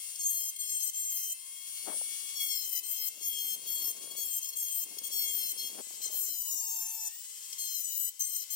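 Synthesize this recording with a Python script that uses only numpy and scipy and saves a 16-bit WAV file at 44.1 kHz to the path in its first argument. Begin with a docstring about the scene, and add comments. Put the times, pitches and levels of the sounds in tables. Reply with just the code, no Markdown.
"""At a desk, a handheld rotary tool runs close to a camera's two microphone ports and widens a hole in a shell.
The motor's whine is a comb of tones chopped by its speed controller; its fan hisses as coloured noise.
At each touch the bit scrapes the plastic once a turn, as shaft harmonics with a spray of chips, and drags
the speed down. A draught flutters on the left port as lumpy noise; a short tail answers the tool.
The sound falls into two stretches: the motor's speed and tone switch at once where the second starts."""
import sys
import numpy as np
from scipy import signal
from scipy.fft import rfft, irfft, next_fast_len
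from scipy.io import wavfile
from scipy.ndimage import map_coordinates

SR = 44100
rng = np.random.default_rng(int(sys.argv[2]) if len(sys.argv) > 2 else 0)


def log_audio(samples):
    """Write samples as a 16-bit WAV file to the path given in sys.argv[1]."""
    # one column per channel
    frames = np.atleast_2d(samples).T
    # limit to full scale, then quantise
    limited = np.clip(frames, -1, 1)
    pcm = np.round(limited * 32767).astype(np.int16)
    wavfile.write(sys.argv[1], SR, pcm)


N = 377055
TIME = np.arange(N) / SR
CHOP_HZ = 400  # rate of the speed controller
TOP_HZ = 15850  # band limit of the camera


def amp(db):
    """Decibels to gain."""
    return 10 ** (np.asarray(db) / 20)


def unit(x):
    """Scale to rms 1."""
    return x / np.sqrt(np.mean(x ** 2) + 1e-20)


def along(points, hz):
    """Read (frequency [Hz], value) points on a log frequency axis."""
    f, value = np.transpose(points)
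    return np.interp(np.log(hz + 1), np.log(f + 1), value)


def curves(rows):
    """One value per sample for each column after the time."""
    seconds, *columns = np.transpose(rows)
    return [np.interp(TIME, seconds, column) for column in columns]


def wobble(rate):
    """A smooth random curve of rms 1, rate knots a second."""
    knots = rng.standard_normal(int(N * rate / SR) + 4)
    return unit(map_coordinates(knots, [TIME * rate], order=2))


def filtered(x, response):
    """x passed through a complex response of frequency."""
    size = next_fast_len(N + 8192)
    spectrum = rfft(x, size) * response(np.fft.rfftfreq(size, 1 / SR))
    return irfft(spectrum, size)[..., :N]


def noise(colour):
    """Coloured noise of rms 1."""
    return unit(filtered(rng.standard_normal(N), lambda hz: amp(along(colour, hz))))


def bursts(rows):
    """Envelope of short bell-shaped bursts."""
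    total = 0
    for centre, length, db in rows:
        squared = ((TIME - centre) / length) ** 2
        total = total + amp(db) * np.exp(-2 * np.minimum(squared, 20))
    return total


def angle(speed):
    """Angle [radians] reached at a rate of turning [Hz]."""
    return 2 * np.pi * np.cumsum(speed) / SR


def since(start):
    """Seconds passed since a moment, 0 before it."""
    return np.maximum(TIME - start, 0)


def gate(start, end, attack, release):
    """Attack, hold and release."""
    return (1 - np.exp(-since(start) / attack)) * np.exp(-since(end) / release)


def lag(x, seconds):
    """x followed with inertia."""
    keep = np.exp(-1 / (seconds * SR))
    return signal.lfilter([1 - keep], [1, -keep], x)


def held(rows):
    """One value per sample for each column of a table with a row for each stretch."""
    stretch = (TIME >= RUNS[1][0]).astype(int)
    return np.array(rows, float)[stretch].T


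# the speed in the two stretches: (start [s], free speed [Hz], speed still to regain [Hz])
RUNS = [(0, 1137.4, 64), (5.81, 1152.8, 92)]
# the speed answers a load in two stages, and the share of the quick one
QUICK_S, SLOW_S, QUICK_SHARE = .149, 1.983, .531


def shaft_speed():
    """The motor creeps toward its free speed; every touch drags it down, and it recovers after."""
    start, free, deficit = held(RUNS)
    drag = 0
    for begin, end, _, *row in TOUCHES:
        drag = drag + np.interp(TIME, [begin, (begin + end) / 2, end], row[:3], left=0, right=0)
    sag = QUICK_SHARE * lag(drag, QUICK_S) + (1 - QUICK_SHARE) * lag(drag, SLOW_S)
    return free - deficit * np.exp((start - TIME) / SLOW_S) - sag + .6 * wobble(25)


# the motor as the hand moves it, before trims:
# (time [s], whine level [dB], fan level [dB])
MOTOR = [(0.08, -36, -46.5), (0.3, -40, -51.5), (1.4, -41.5, -51), (1.8, -38.5, -44), (1.96, -28.5, -45.5),
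         (2.1, -37.5, -43), (2.33, -35.5, -42.5), (2.55, -46, -49.5), (4.03, -41.5, -47),
         (4.6, -45.5, -50.5), (5.2, -40.5, -47), (5.8, -41.5, -47), (6.1, -43, -45.5), (6.5, -43.5, -55.5),
         (7.15, -42, -49), (7.5, -43.5, -46), (8.15, -51.5, -53.5), (8.55, -49, -47.5)]
# the motor's tone in each stretch: (casing resonance [Hz], its width [Hz],
# shaft tones over the fan level [dB], bearing tones over the fan level [dB])
MOTOR_TONE = [(9300, 360, 0.5, -6), (8000, 840, -3.5, -16)]
# tones of the spinning shaft: (multiple of the speed, relative level [dB])
SHAFT = [(1, -26), (2, -16), (3, -6.5), (4, -11.5), (5, -23), (7, -12), (11, -20), (13, -10.5), (14, -9.5)]
# tones of the bearing: (multiple of the speed, relative level [dB])
BEARING = [(2.553, -7), (7.447, -1)]
# the commutator's octave as it rises through the treble: (frequency [Hz], level [dB])
OCTAVE = [(14200, -54), (15000, -43), (15800, -43.5)]
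# colour of the fan's hiss: (frequency [Hz], relative density [dB per Hz])
FAN = [(30, -31), (110, -54), (190, -29.5), (270, -34), (500, -28.5), (1200, -21.5), (2000, -16),
       (3000, -4.5), (3800, -5), (4600, -2.5), (5700, 2), (7500, 3), (10000, -2.5), (13000, -3),
       (16000, -4)]


def motor(speed, whine_db=-3.5, fan_db=3.5, waver_db=2, chop_share=0.13, spread=0.51):
    """Commutator whine, shaft and bearing tones, and fan hiss; spread is the comb's phase curve [radians]."""
    whine_level, fan_level = curves(MOTOR)
    casing_hz, width_hz, shaft_db, bearing_db = held(MOTOR_TONE)
    shaft = angle(speed) + 0.0084 * wobble(83)
    chop = 2 * np.pi * CHOP_HZ * TIME
    # the chopped current splits the eighth shaft order into a comb, which the casing shapes
    comb, power = 0, 0
    for side in range(-5, 6):
        hz, phase = 8 * speed + side * CHOP_HZ, 8 * shaft + side * chop
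        off = hz - casing_hz
        gain = 1 / (1 + 1j * off / width_hz) / (1 + (off / 1300) ** 2)
        tone = np.cos(phase + np.angle(gain) + spread * side ** 2)
        comb = comb + abs(gain) * tone * amp(1.9 * wobble(12))
        power = power + abs(gain) ** 2 / 2
    whine = amp(whine_level + whine_db) * comb / np.sqrt(power)
    octave = amp(along(OCTAVE, 16 * speed)) * np.sin(16 * shaft) * (1 + .5 * np.cos(chop))

    def tones(orders):
        """Wavering tones locked to the shaft."""
        return sum(amp(db + waver_db * wobble(14)) * np.sin(order * shaft) for order, db in orders)

    hiss = amp(fan_db) * noise(FAN) * (1 + chop_share * np.cos(chop)) * amp(1.2 * wobble(40))
    turning = amp(shaft_db) * tones(SHAFT) + amp(bearing_db) * tones(BEARING)
    return whine + octave + amp(fan_level) * (turning + hiss)


# the speed controller's buzz: (time [s], level [dB])
BUZZ = [(0, -89.5), (6.95, -95.5), (7.1, -81), (8.55, -87)]


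def controller_buzz():
    """A faint pure tone at the chopping rate."""
    return amp(curves(BUZZ)[0]) * np.sin(2 * np.pi * CHOP_HZ * TIME)


def room(x, t60=0.082, left_db=-12.5, right_db=-7.5, sway=1.54):
    """Hands, shell and desk answer with a short tail at each port, which shifts as the hands move."""
    t = np.arange(SR // 4) / SR
    tails = rng.standard_normal((2, 2, len(t))) * amp(-60 * t / t60) * (t > .001)
    tails /= np.linalg.norm(tails, axis=2, keepdims=True)
    first, second = signal.fftconvolve(x[None, None], tails, axes=2)[..., :N]
    pose = sway * np.array([wobble(1.963), wobble(1.994)]) + 2 * TIME
    return amp([[left_db], [right_db]]) * (np.cos(pose) * first + np.sin(pose) * second)


# touches of the bit: (start [s], end [s], attack before each range's factor [s],
# load on the speed before its lag, at the start, midway and at the end [Hz],
# drone, ring, screech and sizzle level before each range's trim [dB], roughness at the mean speed [0-1])
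TOUCHES = [(0.184, 0.503, 0.024, 0.0, 63.4, 53, -53, -49.5, -34.0, -34.5, 0.49),
           (0.586, 0.9, 0.01, 21.0, 89, 113, -51.5, -48, -34, -37, 0.47),
           (0.929, 1.33, 0.013, 15.0, 103, 133.0, -51.5, -52, -34.5, -35.5, 0.38),
           (2.388, 2.8, 0.015, 18.0, 191, 205, -44.5, -42.5, -39.5, -35, 0.57),
           (2.826, 3.089, 0.02, 0.0, 101, 97, -45.5, -47.0, -37.5, -32, 0.43),
           (3.204, 3.554, 0.02, 0.0, 103, 89, -41, -44.5, -39.5, -34.5, 0.4),
           (3.658, 3.916, 0.02, 16.0, 62, 117.0, -42, -44.5, -36, -31.5, 0.45),
           (4.163, 4.393, 0.006, -0.5, 178, 120, -48.5, -47.5, -36, -33, 0.41),
           (4.414, 4.506, 0.005, 27.0, 36, 59, -51, -52, -38, -39, 0.76),
           (4.552, 4.84, 0.012, 12.0, 154, 87, -49, -52.5, -38.5, -34.5, 0.53),
           (5.034, 5.08, 0.003, 73, 42.0, 39, -48.5, -53, -39.5, -33, 0.7),
           (5.111, 5.523, 0.01, 3.0, 113, 140, -43.5, -44.5, -37.5, -31.5, 0.34),
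           (5.574, 5.678, 0.0025, 9, 70.0, 39.2, -45.5, -45.0, -39.5, -35.5, 0.45),
           (6.015, 6.081, 0.003, 63.5, 1.03, 11.0, -50.0, -41, -35, -42.5, 0.65),
           (6.104, 7.084, 0.014, 0.5, 300, 320, -58.5, -51.5, -36, -35.0, 0.38),
           (7.58, 8.094, 0.005, 22.5, 226, 84, -53.5, -46, -34.5, -35.0, 0.39),
           (8.193, 8.432, 0.0021, 0.0, 133, 134, -52, -48.5, -37.5, -36.5, 0.65),
           (8.501, 8.56, 0.004, 51, 48, 48, -56.5, -46, -34.5, -33, 0.23)]
# the shell's four ranges (drone, ring, screech, sizzle): (level trim [dB], attack over that of the touch,
# fade per Hz of slowing [dB], unsteadiness [dB], grit [dB])
RANGES = [(-3.5, 0.79, 0.093, 2.5, -16), (-.5, 0.69, 0.075, 2.5, -16), (-0.5, 0.53, 0.0191, 1.6, -9),
          (0, 1.12, 0.0089, 2, -2)]
# brief grazes of the bit on the rim: (time [s], length [s], level before colour [dB])
GRAZES = [(0.16, 0.0031, -35.5), (0.566, .007, -39), (2.375, 0.022, -37), (4.118, 0.013, -40.5),
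          (4.535, 0.017, -43), (4.988, 0.0053, -34.5), (5.688, 0.0093, -47), (5.703, .006, -46),
          (7.531, 0.0057, -37), (8.44, 0.0024, -41)]
# colour of the grazes: one level for each of the four ranges [dB]
GRAZE_COLOUR_DB = [-8.5, -3.5, -0.5, -1.5]
# the bit catches and the shell rings out: (time [s], length [s], level before colour [dB])
CATCHES = [(2.425, 0.014, -41), (2.52, .05, -34.5), (5.23, 0.085, -46), (7.68, 0.064, -46.5)]
# colour of the catches: one level for each of the four ranges [dB]
CATCH_COLOUR_DB = [-10, 0, -9, -20]
RELEASE_S = 0.0017
CHATTER_DB_PER_HZ = .035  # rise of the roughness as the bit digs in and slows the shaft


def pressure(speed):
    """Contact strength in each range, and roughness: as the bit digs in, the ring fades and the chatter grows."""
    level_db, slowness, fade, unsteady_db, _ = np.transpose(RANGES)[..., None]
    strength, rough = np.zeros((len(RANGES), N)), np.full(N, .5)
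    for start, end, attack, _, _, _, *touch_db, roughness in TOUCHES:
        on = (TIME > start) & (TIME < end + 10 * RELEASE_S)
        t = TIME[on]
        slowing = speed[on].mean() - speed[on]  # below the mean speed of this touch
        rise = 1 - np.exp((start - t) / (attack * slowness))
        envelope = rise * np.exp(-np.maximum(t - end, 0) / RELEASE_S)
        strength[:, on] += envelope * amp(np.c_[touch_db] + level_db - fade * slowing)
        rough[on] = roughness * amp(CHATTER_DB_PER_HZ * slowing)
    strength *= amp(unsteady_db * np.array([wobble(14) for _ in RANGES]))
    grazes = bursts(GRAZES) * amp(np.c_[GRAZE_COLOUR_DB])
    catches = bursts(CATCHES) * amp(np.c_[CATCH_COLOUR_DB])
    return strength + grazes + catches, rough


# colour of the scraped shell, within each range: (frequency [Hz], relative level [dB])
SHELL = [(1100, -66), (2150, -15.5), (2700, -14), (3260, -1.5), (3690, -10), (4330, -5.5), (5400, -3.5),
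         (6300, 5), (7500, 4), (8500, 5.5), (10400, -1.5), (11700, 0.5), (12800, 6), (13900, 8), (15800, 2)]
# the sizzle peaks higher or lower with the bit's seat in the hole: (time [s], frequency [Hz])
SIZZLE_PEAK = [(0, 12500), (1.35, 12900), (2.4, 14320), (3.4, 13870), (5.6, 14150), (6.3, 14510),
               (7, 13340), (7.7, 13200), (8.5, 13800)]
# colour of the spray of chips, within each range: (frequency [Hz], relative density [dB per Hz])
SPRAY = [(2000, -22), (3200, -8), (3800, -15), (4400, -4), (5400, -4), (6300, 6), (8500, 0), (10400, -12),
         (11700, 3), (12800, 5.5), (14000, 17), (15800, 7)]
SIZZLE_PEAK_DB, SIZZLE_WIDTH_HZ = 5, 750


def bit(speed, slip=0.24, skip=0.064, waver_db=2.5, flutter_db=4.5, judder_db=2.5):
    """One scrape a turn: a stack of shaft harmonics, smeared as the bit slips and skips."""
    strength, rough = pressure(speed)
    scrape = angle(speed) + rough * (slip * wobble(110) + skip * wobble(700))
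    peak_hz, = curves(SIZZLE_PEAK)
    stacks, powers = np.zeros((2, len(RANGES), N))
    for order in range(2, 18):
        band = (order > 3) + (order > 5) + (order > 8)  # drone, ring, screech or sizzle
        hz = order * speed
        peak_db = SIZZLE_PEAK_DB / (1 + ((hz - peak_hz) / SIZZLE_WIDTH_HZ) ** 2)
        gain = amp(along(SHELL, hz) + peak_db) * (hz < TOP_HZ + 200)
        # the contact point wanders round the rim and favours now one harmonic, now another
        wander = amp(waver_db * wobble(22) + flutter_db * rough * wobble(130))
        stacks[band] += gain * unit(wander) * np.cos(order * scrape + rng.uniform(0, 2 * np.pi))
        powers[band] += gain ** 2 / 2
    stacks /= np.sqrt(powers)
    # chips tear off in a short spray at each scrape, the more so when the bit chatters
    spray = noise(SPRAY) * (1 + np.cos(scrape)) * amp(4.3 * wobble(300))
    limits_hz = [(2000, 3700), (3700, 5800), (5800, 9500), (9500, 16000)]
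    grit = np.array([unit(filtered(spray, lambda hz: (hz > lo) & (hz <= hi))) for lo, hi in limits_hz])
    grit *= rough ** 2 * amp(np.array(RANGES)[:, -1:])
    cutting = np.sum(strength * (stacks + grit), axis=0)
    return cutting * unit(amp(judder_db * rough * wobble(190)))


# moving air on the left port, before trim: (time [s], level [dB])
DRAUGHT = [(0, -105), (1.4, -87), (1.8, -72), (1.9, -52), (2.06, -70), (2.7, -67), (3.25, -62.5),
           (4.1, -54), (4.4, -66.5), (4.7, -77), (4.88, -57), (5.66, -59), (5.8, -46.5), (5.83, -64.5),
           (6.25, -63), (6.6, -83), (8.55, -105)]
# gusts of that air, before trim: (time [s], length [s], level [dB])
GUSTS = [(1.885, 0.026, -36), (1.925, 0.048, -42.5), (2.015, 0.004, -34), (5.565, 0.0091, -49),
         (5.795, 0.024, -44.5), (5.91, 0.006, -48), (5.98, 0.0063, -54), (6.005, 0.0069, -52),
         (6.06, 0.0081, -46), (6.13, 0.088, -53.5)]
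# colour of the flutter, before its shift in pitch: (frequency [Hz], relative density [dB per Hz])
FLUTTER = [(25, -34), (70, -20.5), (140, -6.5), (260, 2.5), (450, 5), (800, -2.5), (1200, -9.5),
           (1800, -14.5), (3000, -17), (6000, -53)]
GUST_BRIGHTER = 1.34  # faster air sheds smaller eddies: the gusts' colour is shifted up by this factor


def draught(level_db=-2, gust_db=-2):
    """Lumpy turbulence with brighter gusts on the left port, hardly any on the right."""
    flow = amp(curves(DRAUGHT)[0] + level_db) * unit(amp(1.0 * wobble(50) + 4.3 * wobble(220)))
    gusts = amp(gust_db) * bursts(GUSTS) * unit(amp(3.1 * wobble(260)))

    def eddies(strength, shift):
        """Separate flutter noise for each port, its colour shifted in frequency."""
        rough_air = rng.standard_normal((2, N)) * strength
        return filtered(rough_air, lambda hz: unit(amp(along(FLUTTER, hz / shift))))

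    return (eddies(flow, 0.93) + eddies(gusts, GUST_BRIGHTER)) * amp([[0], [-36]])


# the bit leans on the shell: (start [s], end [s], attack [s], release [s])
LEAN = (6.38, 7.075, 0.085, .012)
LEAN_DB = -58.5  # peak


def leaning_hum(speed):
    """The shell hums at the shaft speed when the bit leans on it."""
    return amp(LEAN_DB) * gate(*LEAN) * np.sin(angle(speed))


# direct sound at the right port against the left: (frequency [Hz], level [dB])
FAR_PORT = [(100, 4.5), (1000, -4.5), (2150, -1), (3200, -17), (4300, -4), (5300, -14.5), (6400, -9),
            (7500, -20.5), (8500, -13.5), (9500, -11.5), (11000, -10.5), (15000, -23.5)]
# its delay in phase: (frequency [Hz], lag [radians])
PORT_LAG = [(100, -0.5), (2150, 1), (3270, 0.88), (4310, 5), (7320, 10), (9560, 10), (11900, 13),
            (14800, 12.5)]
# the hand shades the right port: (time [s], level [dB])
SHADE = [(0, 0.5), (1.3, 0.5), (2, -1.5), (5.8, 0.1), (6.3, -2), (7, 0.5), (7.25, 0.9), (8.3, -2)]


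def scene():
    """The tool faces the left port and reaches the right one partly by reflection; the draught adds to both."""
    speed = shaft_speed()
    tool = motor(speed) + controller_buzz() + bit(speed) + leaning_hum(speed)
    far = filtered(tool, lambda hz: amp(along(FAR_PORT, hz)) * np.exp(-1j * along(PORT_LAG, hz)))
    left, right = np.array([tool, far]) + room(tool)
    return np.array([left, right * amp(curves(SHADE)[0])]) + draught()


def record(dry):
    """The camera keeps nothing above its band limit."""
    return filtered(dry, lambda hz: hz < TOP_HZ)


dry = scene()
out = record(dry)
log_audio(out)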